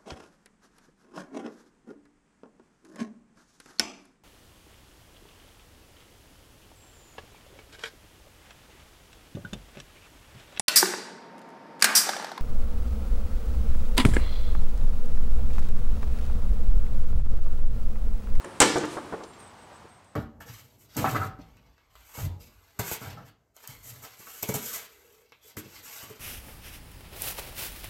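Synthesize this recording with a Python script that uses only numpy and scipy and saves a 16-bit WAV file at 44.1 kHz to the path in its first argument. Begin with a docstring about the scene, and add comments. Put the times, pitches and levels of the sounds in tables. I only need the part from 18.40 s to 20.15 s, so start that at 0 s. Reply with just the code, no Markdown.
"""Over quiet outdoor air, a bean bag slaps a hollow wooden board on a driveway: the cloth cracks,
the filling thuds, the board rings and the house front answers. Softer knocks follow, pellets tick
and the bag slides briefly. As the knocks end, small birds start whistling far off.
Shoes pad softly twice, and the air sinks away."""
import sys
import numpy as np
from scipy import signal
from scipy.fft import rfft, irfft, next_fast_len
from scipy.io import wavfile
from scipy.ndimage import uniform_filter1d, minimum_filter1d, map_coordinates

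SR = 44100
rng = np.random.default_rng(int(sys.argv[2]) if len(sys.argv) > 2 else 0)


def waveform_to_disk(signal):
    """Save audio, clipped to [-1, 1], as 16-bit WAV at the path in sys.argv[1]."""
    frames = np.transpose(np.atleast_2d(signal))
    scaled = np.clip(frames, -1, 1) * 32767
    samples = np.round(scaled).astype(np.int16)
    wavfile.write(sys.argv[1], SR, samples)


N = 77175
TIME_S = np.arange(N) / SR


def amp(db):
    """Decibels to gain."""
    return 10 ** (np.asarray(db) / 20)


def unit_rms(x):
    """Scale to rms 1."""
    return x / np.sqrt(np.mean(x ** 2) + 1e-20)


def along(points, hz):
    """Interpolate (freq_hz, value) points on a log axis."""
    freq_hz, values = np.transpose(points)
    return np.interp(np.log(hz + 1), np.log(freq_hz + 1), values)


def bell(f, hz, width_oct):
    """Gain of a Gaussian band around hz."""
    return np.exp(-.5 * (np.log2((f + 1) / hz) / width_oct) ** 2)


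def wobble(rate_hz):
    """Smooth random curve, rate_hz knots a second."""
    return map_coordinates(rng.standard_normal(1024), [TIME_S * rate_hz], mode="wrap")


def filtered(x, gain):
    """Zero-phase filter with response gain(f)."""
    size = next_fast_len(len(x) + SR // 4)
    return irfft(rfft(x, size) * gain(np.fft.rfftfreq(size, 1 / SR)), size)[:len(x)]


def noise(gain):
    """Coloured noise, rms 1."""
    return unit_rms(filtered(rng.standard_normal(N), gain))


def delayed(x, start_s):
    """Shift x to start_s."""
    return np.pad(x, (round(start_s * SR), 0))[:N]


# Rush envelope: time_s, level_db
RUSH_ENVELOPE = [(0, -46.5), (.2, -47), (.65, -45.5), (.9, -50.5), (1.32, -50.5), (1.47, -53), (1.6, -56),
                 (1.75, -61)]
# Rush spectrum: freq_hz, gain_db
RUSH_SPECTRUM = [(25, -29.5), (100, -8), (200, -1.5), (430, -7), (700, -3), (1000, -2), (1440, -8),
                 (2200, -14), (3500, -18.5), (6500, -23.5), (8500, -24.5), (10000, -30), (16000, -42.5)]
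# Rumble spectrum: freq_hz, gain_db
RUMBLE_SPECTRUM = [(20, -29.5), (40, -10.5), (65, -3.5), (100, 1.5), (140, -8), (300, -35), (1000, -61)]
# Hum and hiss: pitch_hz, width_oct, level_db, fade_start_s, fall_db_per_s
FADING_BANDS = [(370, 0.059, -50.5, 0.69, 92), (8800, 0.17, -63.5, 0.59, 48)]
def air():
    """Outdoor rush and low rumble sink together; a faint hum and high hiss fade early."""
    rush_db = np.interp(TIME_S, *np.transpose(RUSH_ENVELOPE))
    rush = amp(rush_db + 0.69 * wobble(rate_hz=15)) * noise(lambda f: amp(along(RUSH_SPECTRUM, f)))
    rumble_db = -60.5 + 0.39 * (rush_db - rush_db.mean())
    out = rush + amp(rumble_db) * noise(lambda f: amp(along(RUMBLE_SPECTRUM, f)))
    for pitch_hz, width_oct, level_db, fade_start_s, fall_db_per_s in FADING_BANDS:
        fall_db = fall_db_per_s * np.maximum(TIME_S - fade_start_s, 0)
        out += amp(level_db - fall_db) * noise(lambda f: bell(f, pitch_hz, width_oct))
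    return out


# Echo decay: freq_hz, t60_s
YARD_DECAY = [(100, 0.31), (330, 1), (700, 0.66), (1500, 0.5), (4000, 0.71), (8000, 0.41), (14000, 0.43)]
# Echo spectrum: freq_hz, gain_db
YARD_SPECTRUM = [(60, -9), (150, 5), (300, 0.5), (450, -4), (800, -6.5), (1500, -1), (3000, -1),
                 (5500, 1.5), (8000, -6.5), (12000, 0.5), (16000, -15.5)]
def yard(rise_s=0.0019):
    """Diffuse impulse response of house front and driveway; the low mids last longest."""
    hz, frame_s, spectra = signal.stft(rng.standard_normal(SR), SR, nperseg=256)
    decay = amp(-60 * frame_s / along(YARD_DECAY, hz)[:, None])
    _, tail = signal.istft(spectra * decay, SR, nperseg=256)
    tail *= 1 - np.exp(-TIME_S[:len(tail)] / rise_s)
    tail = np.pad(tail / np.linalg.norm(tail), (0, N))[:N]
    return filtered(tail, lambda f: amp(along(YARD_SPECTRUM, f)))


def echoed(x, echo_db):
    """Direct sound plus yard echo."""
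    return x + amp(echo_db) * signal.fftconvolve(x, yard())[:N]


# Whistles: start_s, length_s, start_hz, middle_hz, end_hz, level_db
BIRD_WHISTLES = [(0.806, 0.17, 7400, 7480, 7400, -64), (0.823, .1, 9020, 9100, 8460, -62),
                 (0.984, 0.068, 8460, 8700, 8360, -56), (1.026, 0.087, 7960, 8120, 7700, -59.5),
                 (1.171, 0.091, 8420, 8230, 7900, -61.5), (1.308, 0.096, 8100, 8050, 8120, -63),
                 (1.475, 0.12, 8180, 8290, 8210, -62.5), (1.62, 0.16, 8150, 8110, 7950, -68)]
def birds(waver_hz=58.8, flutter_db=3.5):
    """Thin wavering whistles, smeared by distance."""
    out = np.zeros(N)
    for start_s, length_s, start_hz, middle_hz, end_hz, level_db in BIRD_WHISTLES:
        progress = np.clip(TIME_S / length_s, 0, 1)
        contour = np.polyfit([0, .5, 1], [start_hz, middle_hz, end_hz], 2)
        pitch_hz = np.polyval(contour, progress) + waver_hz * wobble(rate_hz=209)
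        swell = np.sqrt(np.abs(np.sin(np.pi * progress)))
        envelope = swell * amp(level_db + flutter_db * wobble(rate_hz=73.6))
        out += delayed(envelope * np.sin(2 * np.pi * np.cumsum(pitch_hz) / SR), start_s)
    return echoed(out, echo_db=-2)


# Footfalls: start_s, level_db, pitch_hz
FOOTFALLS = [(1.312, -49, 756), (1.44, -48.5, 430)]
def steps(rise_s=0.0073, width_oct=0.38):
    """Shoes pad lightly on concrete."""
    pulse = TIME_S / rise_s * np.exp(1 - TIME_S / rise_s)
    out = np.zeros(N)
    for start_s, level_db, pitch_hz in FOOTFALLS:
        out += delayed(amp(level_db) * pulse * noise(lambda f: bell(f, pitch_hz, width_oct)), start_s)
    return out


# Friction spectrum: freq_hz, gain_db
SLIDE_SPECTRUM = [(1500, 0.5), (4500, -6.5), (8500, -4), (12000, -15), (16000, -36)]
def slide(peak_s=.53, width_s=0.034, level_db=-45.5):
    """Cloth brushes over the wood."""
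    swell = np.exp(-.5 * ((TIME_S - peak_s) / width_s) ** 2)
    return amp(level_db) * swell * noise(lambda f: amp(along(SLIDE_SPECTRUM, f)))


# Cloth and pellet snaps: start_s, level_db, t60_s, pitch_hz, width_oct, echo_db
BAG_SNAPS = [(.0455, -42.5, 0.028, 7600, 0.28, -4), (0.2025, 3.5, 0.013, 7900, 0.15, -6),
             (.2160, -16, .05, 8000, 0.32, -12), (0.367, -37, 0.042, 6900, 0.46, -12),
             (0.3822, -29, 0.023, 7200, 0.22, 2), (0.453, -38, 0.035, 5450, 0.64, -28),
             (0.836, -43.5, 0.052, 4460, 0.53, -22), (0.934, -53.5, .08, 2970, 0.72, -6),
             (1.002, -55, .06, 4800, 0.94, -16.5), (1.645, -60.5, 0.03, 7300, 0.38, -15.5)]
def snaps(rise_s=0.00013, skirt_db=-12):
    """Cloth slaps and pellets click in short bright bursts; each leaves a hiss in the yard."""
    out = np.zeros(N)
    for start_s, level_db, t60_s, pitch_hz, width_oct, echo_db in BAG_SNAPS:
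        skirt = lambda f: amp(skirt_db) / (1 + (f / pitch_hz) ** 2.7)
        band = lambda f: unit_rms(bell(f, pitch_hz, width_oct) + skirt(f))
        envelope = amp(level_db - 60 * TIME_S / t60_s) * (1 - np.exp(-TIME_S / rise_s))
        burst = envelope * noise(band)
        echo = amp(echo_db) * np.linalg.norm(envelope) * filtered(yard(), band)
        out += delayed(burst + echo, start_s)
    return out


# Filling spectrum: freq_hz, gain_db
THUD_SPECTRUM = [(30, -34.5), (70, -23.5), (140, -19), (300, 0.5), (700, -4), (1400, -3.5), (2400, -9.5),
                 (4000, -11.5), (8000, -1), (15000, -38)]
def filling_thud(hold_s, lowpass, rise_s=0.0002, t60_s=.045):
    """The filling crushes for hold_s, then comes to rest."""
    attack = 1 - np.exp(-TIME_S / rise_s)
    release = amp(-60 * np.maximum(TIME_S - hold_s, 0) / t60_s)
    return attack * release * noise(lambda f: amp(along(THUD_SPECTRUM, f)) * lowpass(f))


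# Board modes: pitch_hz, relative_db, t60_s
BOARD_MODES = [(139.6, -21.5, 0.3), (230.8, -10, 0.21), (318.4, 1.5, .2), (376.2, -12.5, 0.24),
               (456, 0.5, 0.25), (532.7, 3, 0.18), (635, -4.5, 0.11), (805, -3, 0.03), (872, 0, 0.2),
               (980, -6.5, 0.18), (1185, -0.5, 0.19), (1517, 0, 0.048), (1810, -2.5, 0.092),
               (2260, -2.5, .07)]
def board_ring(lowpass, linewidth_hz=19):
    """Decaying modes of the hollow board; they wander as the bag shifts its weight."""
    pitch_hz, relative_db, t60_s = np.transpose(BOARD_MODES)
    weights = amp(relative_db + rng.standard_normal(len(pitch_hz))) * lowpass(pitch_hz)
    walk = np.cumsum(rng.standard_normal((len(pitch_hz), N)), axis=1)
    drift_rad = uniform_filter1d(walk, size=200, axis=1) * np.sqrt(2 * np.pi * linewidth_hz / SR)
    decay = amp(-60 * TIME_S / t60_s[:, None])
    modes = decay * np.sin(2 * np.pi * pitch_hz[:, None] * TIME_S + drift_rad)
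    return (weights / np.linalg.norm(weights)) @ modes


# Bag on board: start_s, level_db, cutoff_hz, hold_s, echo_db
BAG_CONTACTS = [(0.0442, -36.5, 1600, 0.0059, -1), (0.2052, -16, 5300, 0.0077, -2.5),
                (0.216, -13, 3420, 0.013, -4), (0.3578, -23, 1227, .013, -1),
                (0.4357, -30, 1730, 0.014, -7), (0.5693, -33, 1174, 0.018, -9.5),
                (0.7237, -34.5, 1173, 0.0085, -22), (0.7342, -31.5, 950, 0.012, -10.5),
                (0.806, -42.5, 950, 0.038, -11)]
def knocks(ring_db=0.5):
    """Each contact thuds and rings the board; softer ones are duller."""
    out = np.zeros(N)
    for start_s, level_db, cutoff_hz, hold_s, echo_db in BAG_CONTACTS:
        lowpass = lambda f: 1 / np.sqrt(1 + (f / cutoff_hz) ** 5.55)
        blow = filling_thud(hold_s, lowpass) + amp(ring_db) * board_ring(lowpass)
        out += delayed(echoed(amp(level_db) * blow, echo_db), start_s)
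    return out


def scene():
    """All sources at one microphone."""
    return (knocks() + snaps() + slide() + steps() + birds() + air())[None]


def record(dry):
    """A fast limiter holds the crack down; a steep low-pass follows."""
    ceiling, window_samples, cutoff_hz = .93, 25, 15800
    envelope = np.abs(signal.hilbert(dry[0]))
    needed_gain = np.minimum(1, ceiling / (envelope + 1e-9))
    gain = uniform_filter1d(minimum_filter1d(needed_gain, window_samples), window_samples)
    return filtered(dry[0] * gain, lambda f: 1 / np.sqrt(1 + (f / cutoff_hz) ** 160))[None]


dry = scene()
out = record(dry)
waveform_to_disk(out)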